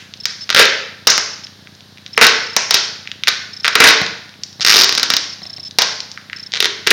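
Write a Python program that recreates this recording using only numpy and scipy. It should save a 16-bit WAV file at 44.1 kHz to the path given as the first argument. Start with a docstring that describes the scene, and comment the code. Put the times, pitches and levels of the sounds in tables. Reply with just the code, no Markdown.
"""A faint hiss, hum and electrical buzz, then duct tape is ripped off its roll in short tugs.
It is wound round a handle at a table in a live room. The glue lets go in sharp snaps, made of short noise
bursts; they crowd into a rasp, set the hollow roll ringing and overload the microphone.
Small ticks come from creasing tape, dull knocks from the handle, and chirps from the camera's focus motor."""
import sys
import numpy as np
from scipy import signal
from scipy.fft import rfft, irfft
from scipy.io import wavfile

SR = 44100
rng = np.random.default_rng(int(sys.argv[2]) if len(sys.argv) > 2 else 0)


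def materialize(psi):
    """Save the field psi as 16-bit PCM at rate SR to the path in sys.argv[1].

    A 1-D psi becomes a single channel; in a 2-D psi each row is a channel.
    """
    bounded = np.clip(np.atleast_2d(psi).T, -1, 1)
    quanta = np.round(bounded * 32767).astype(np.int16)
    wavfile.write(sys.argv[1], SR, quanta)


N = 305172
TIME = np.arange(N) / SR   # seconds
PICTURE_S = 1 / 30   # time from one camera picture to the next

# Tone colour of breaking glue. Each row: frequency in Hz, relative level in dB.
TAPE_COLOUR = [(120, -30), (250, -23.5), (450, -14.5), (750, -15), (1100, -9), (1450, 1), (2000, 1.5),
               (3000, 0.5), (4200, -4.5), (5400, -5.5), (6300, -8), (7200, -15), (10000, -28.5),
               (15000, -61)]


def from_db(db):
    """Turn decibels into a gain factor."""
    return 10 ** (np.asarray(db) / 20)


def rms_one(x):
    """Scale a sound to an average power of one."""
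    return x / np.sqrt(np.mean(x ** 2) + 1e-20)


def at_hz(points, hz):
    """Read a table between its rows, on a log-frequency axis."""
    f, value = np.transpose(points)
    return np.interp(np.log(np.maximum(hz, 1)), np.log(f), value)


def butter(x, hz, kind, order=2):
    """Keep the low, high or middle frequencies with a Butterworth filter."""
    sections = signal.butter(order, np.clip(hz, 10, .45 * SR), kind, fs=SR, output="sos")
    return signal.sosfilt(sections, x + 1e-18)


def colour(x, spectrum, size=2048):
    """Give a sound the table's spectrum, with a filter that responds as early as it can (minimum phase)."""
    gain = from_db(at_hz(spectrum, np.arange(size // 2 + 1) * SR / size))
    cepstrum = irfft(np.log(gain))
    # Folding the cepstrum onto positive times makes the filter minimum-phase.
    cepstrum[1:size // 2] *= 2
    cepstrum[size // 2 + 1:] = 0
    response = irfft(np.exp(rfft(cepstrum)))
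    filtered = signal.fftconvolve(np.atleast_2d(x), response[None], axes=1)
    return filtered[:, :x.shape[-1]].reshape(x.shape)


def resonance(x, hz, width_hz):
    """Pass a sound through one resonance with gain 1 at its peak."""
    r = np.exp(-np.pi * width_hz / SR)
    top = np.array([1, 0, -1]) * (1 - r * r) / 2
    return signal.lfilter(top, [1, -2 * r * np.cos(2 * np.pi * hz / SR), r * r], x + 1e-18)


def ring(clicks, hz, t60):
    """Each click starts a sine that fades by 60 dB in t60 seconds."""
    r = from_db(-60 / (t60 * SR))
    w = 2 * np.pi * hz / SR
    return signal.lfilter([0, np.sin(w)], [1, -2 * r * np.cos(w), r * r], clicks + 1e-18)


def add(track, s, sound):
    """Mix a short sound into a track at time s."""
    i = int(np.clip(s * SR, 0, N - 1))
    track[i:i + len(sound)] += sound[:N - i]


def burst_noise(fade, count=3):
    """Make fading noise, evened out in frequency like a sharp crack."""
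    noise = rng.standard_normal(fade.shape) * fade
    for _ in range(count):
        flat = irfft(np.exp(1j * np.angle(rfft(noise))))   # keep the phases, make all strengths equal
        noise = flat * np.minimum(1, 10 * fade)
    return noise


def background(hiss_db=-46, buzz_db=-48, buzz_low_hz=80, buzz_high_hz=240):
    """Add noise hiss, mains-hum sines and a soft electrical pulse for each picture that the camera takes."""
    # Colour of the hiss. Each row: frequency in Hz, relative level in dB per Hz.
    hiss_colour = [(25, -15), (90, 17.5), (200, 5), (400, 8), (700, 7), (1250, 4), (1700, 9.5), (2400, 0.5),
                   (3800, 11.5), (5300, 7), (7500, -8.5), (15000, -12.5)]
    # Mains hum. Each row: frequency in Hz, level in dB rms.
    hum_tones = [(100, -52), (200, -55.5)]
    pulses = np.zeros(N)
    first_s = .024
    for s in np.arange(first_s, N / SR, PICTURE_S):
        add(pulses, s, 1 + 0.16 * rng.standard_normal(1))
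    buzz = rms_one(butter(pulses, [buzz_low_hz, buzz_high_hz], "band"))
    hum = sum(from_db(db) * rms_one(np.sin(2 * np.pi * hz * TIME)) for hz, db in hum_tones)
    hiss = rms_one(colour(rng.standard_normal(N), hiss_colour))
    return from_db(hiss_db) * hiss + from_db(buzz_db) * buzz + hum


def fading_echo(level_db=-37, decay_s=0.074):
    """The room still rings from the tug before: tape-coloured noise dies away from the start."""
    echo = rms_one(colour(rng.standard_normal(N), TAPE_COLOUR))
    return from_db(level_db) * np.exp(-TIME / decay_s) * echo


def creases(per_s=9, middle_db=-28, spread_db=3, low_hz=1700, high_hz=5000):
    """List faint ticks at random moments and pitches as the fingers work the tape."""
    when, strong, high = rng.random((int(per_s * N / SR), 3)).T
    levels_db = middle_db + spread_db * (2 * strong - 1)
    pitches_hz = low_hz * (high_hz / low_hz) ** high
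    return list(zip(when * N / SR, levels_db, pitches_hz))


def ticks(level_db=12, decay_s=0.00072, width_share=0.49, skirt_share=2.5, low_hz=1200, top_hz=6200, size=400):
    """A crease gives way: a very short noise burst goes through two broad filters at one centre frequency."""
    # Ticks of creasing tape and fingers.
    # Each row: start in seconds, level in dB before level_db is added, centre in Hz.
    tick_list = [(0.138, -15.5, 3220), (0.513, -8, 2960), (1.101, 14, 5760), (1.469, -20.5, 3160),
                 (1.672, -23, 1920), (2.063, -15.5, 2840), (3.074, -11, 2306), (3.116, -9, 2530),
                 (3.236, -2, 2486), (4.064, -6.5, 3400), (4.435, -7, 4640), (5.71, -17.5, 3970),
                 (6.004, -7.5, 4100), (6.116, -15.5, 4920), (6.175, -13.5, 1480), (6.298, -16, 1790),
                 (6.331, -8.5, 1660), (6.52, -13, 3800), (6.53, -15, 3200)]
    out = np.zeros(N)
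    fade = np.exp(-np.arange(size) / SR / decay_s)
    events = tick_list + creases()
    noise = burst_noise(np.tile(fade, (len(events), 1)), count=1)
    bursts = butter(noise, [low_hz, top_hz], "band", order=4)
    for (s, db, hz), burst in zip(events, bursts):
        # Widths are shares of the centre frequency.
        peak = resonance(burst, hz, width_share * hz)
        tick = resonance(peak, hz, skirt_share * hz)
        add(out, s, from_db(level_db + db) * tick / np.linalg.norm(tick))
    return out


def focus_motor(hz=5275, step_s=0.011, move_s=0.035, whine_db=-29, rasp_db=-38, rasp_hz=4100, rasp_width_hz=2200):
    """The lens motor switches a sine whine and a noise rasp on in short dry bursts inside the camera."""
    # Runs with one motor step per picture. Each row: start in seconds, number of steps.
    step_runs = [(0.201, 2), (.3, 1), (1.299, 2), (1.439, 1), (2.131, 2), (2.398, 5), (3.532, 4),
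                 (3.727, 1), (5.294, 2), (5.43, 7), (6.362, 4)]
    # Longer moves of the motor: start in seconds.
    move_starts = [0.408, 5.649]
    running = np.zeros(N)
    steps = [start + k * PICTURE_S for start, count in step_runs for k in range(round(count))]
    for starts, length_s in ((steps, step_s), (move_starts, move_s)):
        for s in starts:
            add(running, s, np.ones(int(length_s * SR)))
    whine = rms_one(np.sin(2 * np.pi * hz * TIME))
    narrow = resonance(rng.standard_normal(N), rasp_hz, rasp_width_hz)
    rasp = butter(rms_one(resonance(narrow, rasp_hz, 2 * rasp_width_hz)), 7000, "low", order=4)
    switch = butter(running, 530, "low")   # softens each start and stop
    return switch * (from_db(whine_db) * whine + from_db(rasp_db) * rasp)


def slips(count=40, jitter=.2, spread_db=0.5, fade_db=2, dulling=0.89):
    """The strip sticks and slips in runs of unevenly spaced snaps; the stronger ones are duller."""
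    # jitter: share of the spacing. fade_db: a run weakens by this much as the pull slackens.
    # dulling: dB of relative treble lost per dB of extra strength.
    # Runs of slips. Each row: start in seconds, end in seconds, middle level in dB before the
    # snaps' level_db is added, treble in dB relative to the middle, slips per second.
    runs = [(.492, 0.541, -10, 2, 61), (.562, 0.629, 3, -0.5, 147), (2.217, 2.252, 5.5, -0.5, 186),
            (3.28, 3.289, 0, 4, 283), (3.645, 3.667, -1.5, -4, 150), (3.809, 3.909, 3, -10.5, 125),
            (4.608, 4.63, -17.5, 10.5, 220), (4.664, 4.769, 0.5, 5.5, 107.6), (4.768, 4.844, -4.5, 12, 90),
            (4.925, 5.018, -11, 9.5, 41), (6.547, 6.572, -16.5, 7, 140), (6.626, 6.649, -2, 2.5, 62)]
    rows = []
    for start, end, db, treble_db, per_s in runs:
        late, strong = rng.standard_normal((2, count))
        number = np.arange(count)
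        times = start + (number + jitter * (number > 0) * late) / per_s   # the first slip is on time
        extra_db = spread_db * strong + fade_db * (.5 - (times - start) / (end - start))
        for s, extra in zip(times, extra_db):
            if s < end:
                rows.append((s, db + extra, treble_db - dulling * extra))
    return rows


def snaps(level_db=12.5, decay_s=0.00128, growth_db=0.3, bass_hz=1100, treble_hz=2900, bright_width_hz=1900, size=900):
    """Each snap is a burst of breaking glue threads; a stronger one runs further across the tape and lasts longer."""
    # Single cracks of the glue. Each row: start in seconds, middle level in dB before level_db
    # is added, treble in dB relative to the middle.
    single_snaps = [(0.255, -9, 11.5), (0.502, -1.5, 4), (0.547, 5, 2.5), (0.593, 17, -1),
                    (0.6543, -9.5, 10.5), (1.0708, 8, 8.5), (1.1787, -3.5, 5), (2.1764, 10.5, -10),
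                    (2.2122, 16, -10), (2.2668, 4.5, 9.5), (2.5645, 5.5, 4.5), (2.7084, 1.5, 8.5),
                    (2.742, 2, 12), (3.2726, 2.5, -4.5), (3.679, 5, -2), (3.7536, 11, -2), (3.802, 18, -4),
                    (3.8398, 18.5, 0), (3.8734, 1.5, 11), (3.8868, -2.5, 15.5), (4.6484, 2.5, 3.5),
                    (4.7036, -1, 0), (4.8923, -6.5, 9.5), (4.9796, -5.5, 7.5), (5.0305, -4, 10.5),
                    (5.1022, -2, 8.5), (5.1372, -6, 11.5), (5.1663, -10.5, 16.5), (5.7858, 3, 9),
                    (5.8195, -3.5, 12), (6.5368, -6.5, 3.5), (6.573, -12, 4), (6.6031, -5, 13),
                    (6.6557, -2, 3.5), (6.8664, -7, -3), (6.8711, 7, 1), (6.9051, 0.5, 12),
                    (6.9101, 14.5, -10)]
    # What the snaps of one tug share; a tighter strip sounds higher.
    # Each row: start in seconds, brightest tone in Hz, bass in dB relative to the middle.
    tugs = [(.2, 4800, -16), (.45, 3840, -10.5), (1.0, 5200, -4.5), (2.1, 4220, -8.5), (2.5, 5700, -8.5),
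            (2.65, 4570, -5), (3.2, 4100, -16), (3.7, 4111, -10), (4.5, 4780, -15), (4.74, 4670, -5),
            (5.7, 4700, -3), (6.45, 3735, -10.5), (6.8, 3780, -13.5)]
    t, out = np.arange(size) / SR, np.zeros(N)
    events = np.array(single_snaps + slips())
    tug_starts = np.array(tugs)[:, 0]
    fade = np.exp(-t / (decay_s * from_db(growth_db * events[:, 1:2])))
    edges = [60, bass_hz, treble_hz, 16000]
    # Bass, middle and treble each get their own noise.
    bands = [colour(butter(burst_noise(fade), edges[k:k + 2], "band", order=4), TAPE_COLOUR) for k in range(3)]
    for (s, db, treble_db), bass, middle, treble in zip(events, *bands):
        _, bright_hz, bass_db = tugs[np.searchsorted(tug_starts, s) - 1]
        treble = resonance(treble, bright_hz, bright_width_hz)
        for burst, relative_db in ((bass, bass_db), (middle, 0), (treble, treble_db)):
            add(out, s, from_db(level_db + db + relative_db) * burst / np.linalg.norm(burst))
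    return out


def crackle(peel, per_s=300, level_db=-15, linger_s=0.025, spread_db=4):
    """While the tape is moving, stray threads break between the snaps: random clicks follow the snaps' strength."""
    r = np.exp(-1 / (linger_s * SR))
    activity = np.sqrt(signal.lfilter([1 - r], [1, -r], peel ** 2 + 1e-18))
    present = rng.random(N) < per_s / SR
    clicks = present * from_db(spread_db * rng.standard_normal(N)) * rng.choice([-1, 1], N)
    return from_db(level_db) * activity * rms_one(colour(clicks, TAPE_COLOUR))


def roll(peel, width_share=0.13, level_db=8, top_hz=1300):
    """The snaps set the roll and the taut strip ringing, at pitches set by grip and pull."""
    # Each row: start in seconds, end in seconds, pitch in Hz, level in dB before level_db is added.
    pitches = [(0.58, .67, 443, -5), (0.548, .67, 540, -3.5), (2.17, 2.28, 450, -5), (2.545, 2.6, 1080, 0),
               (2.722, 2.76, 370, -5), (3.751, 3.92, 439, -6), (3.75, 3.92, 308, -1),
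               (4.632, 4.87, 370.9, -0.5), (4.866, 5.18, 291.2, 2), (5.77, 5.84, 1060, -6.5),
               (6.584, 6.926, 382, 8)]
    rings = np.zeros(N)
    for start, end, hz, db in pitches:
        struck = peel * ((TIME > start) & (TIME < end))
        rings += from_db(db) * resonance(struck, hz, width_share * hz)
    return from_db(level_db) * butter(rings, top_hz, "low")


def room(x, wet_db=-6.0, early_db=-8, early_s=0.0048, gap_s=0.0011, size=44100):
    """Close reflections come from table and body, then a diffuse noise tail dies band by band."""
    # Fading of the tail. Each row: frequency in Hz, time to fade by 60 dB in seconds.
    fade_times = [(150, 0.49), (500, 0.63), (1400, 0.67), (3700, 0.64), (6000, 0.62), (10000, 0.43)]
    # Colour of all reflections. Each row: frequency in Hz, gain in dB.
    echo_colour = [(150, 4), (500, 4), (1400, 0.5), (3000, -4), (5500, -0.5), (9000, -5.5)]
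    t, tail = np.arange(size) / SR, 0
    edges = np.geomspace(70, 18000, 13)
    for low, high in zip(edges, edges[1:]):
        t60 = at_hz(fade_times, np.sqrt(low * high))
        band = butter(rng.standard_normal(size), [low, high], "band")
        tail = tail + band * np.exp(-np.log(1000) * t / t60)
    early = rng.standard_normal(size) * np.exp(-t / early_s)
    arrival = 1 - np.exp(-(t / gap_s) ** 2)   # reflections build up just after the direct sound
    reflections = from_db(wet_db) * rms_one(tail * arrival) + from_db(early_db) * rms_one(early * arrival)
    response = reflections / np.sqrt(size)
    return colour(signal.fftconvolve(x, response)[:N], echo_colour)


def knocks():
    """The hands knock dully against the handle: each click starts several quickly fading sines."""
    # Each row: start in seconds, strength in dB.
    blows = [(4.016, 1), (4.598, -11), (5.419, -17), (5.455, -18.5), (5.503, -22), (5.583, -18.5)]
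    # What the handle rings with. Each row: pitch in Hz, level in dB for a blow of 0 dB,
    # time to fade by 60 dB in seconds.
    handle_tones = [(120, -27, 0.049), (189, -20.5, 0.044), (350, -26, 0.074), (743, -17.5, 0.023),
                    (1100, -15, 0.011), (2060, -10, 0.0076), (4030, -7, 0.013)]
    clicks = np.zeros(N)
    for s, db in blows:
        add(clicks, s, from_db([db]))
    return sum(from_db(db) * ring(clicks, hz, t60) for hz, db, t60 in handle_tones)


def scene():
    """Tape, roll, ticks and knocks are heard directly and through the room; the camera adds its own noises."""
    peel = snaps()
    tape = peel + crackle(peel) + roll(peel)
    handling = knocks() + ticks()
    sound = tape + handling + room(tape + from_db(-1.5) * handling)
    return (sound + fading_echo() + focus_motor() + background())[None]


def record(dry, ceiling=0.94, low_cut_hz=95, notch_hz=7800, notch_width_hz=350, cutoff_hz=15900):
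    """The input clips hard; the camera then cuts the rumble, a narrow notch and the top."""
    clipped = butter(np.clip(dry, -ceiling, ceiling), low_cut_hz, "high")
    notched = clipped - resonance(clipped, notch_hz, notch_width_hz)
    top_cut = signal.ellip(8, .3, 60, cutoff_hz, fs=SR, output="sos")
    return signal.sosfilt(top_cut, notched)


dry = scene()
out = record(dry)
materialize(out)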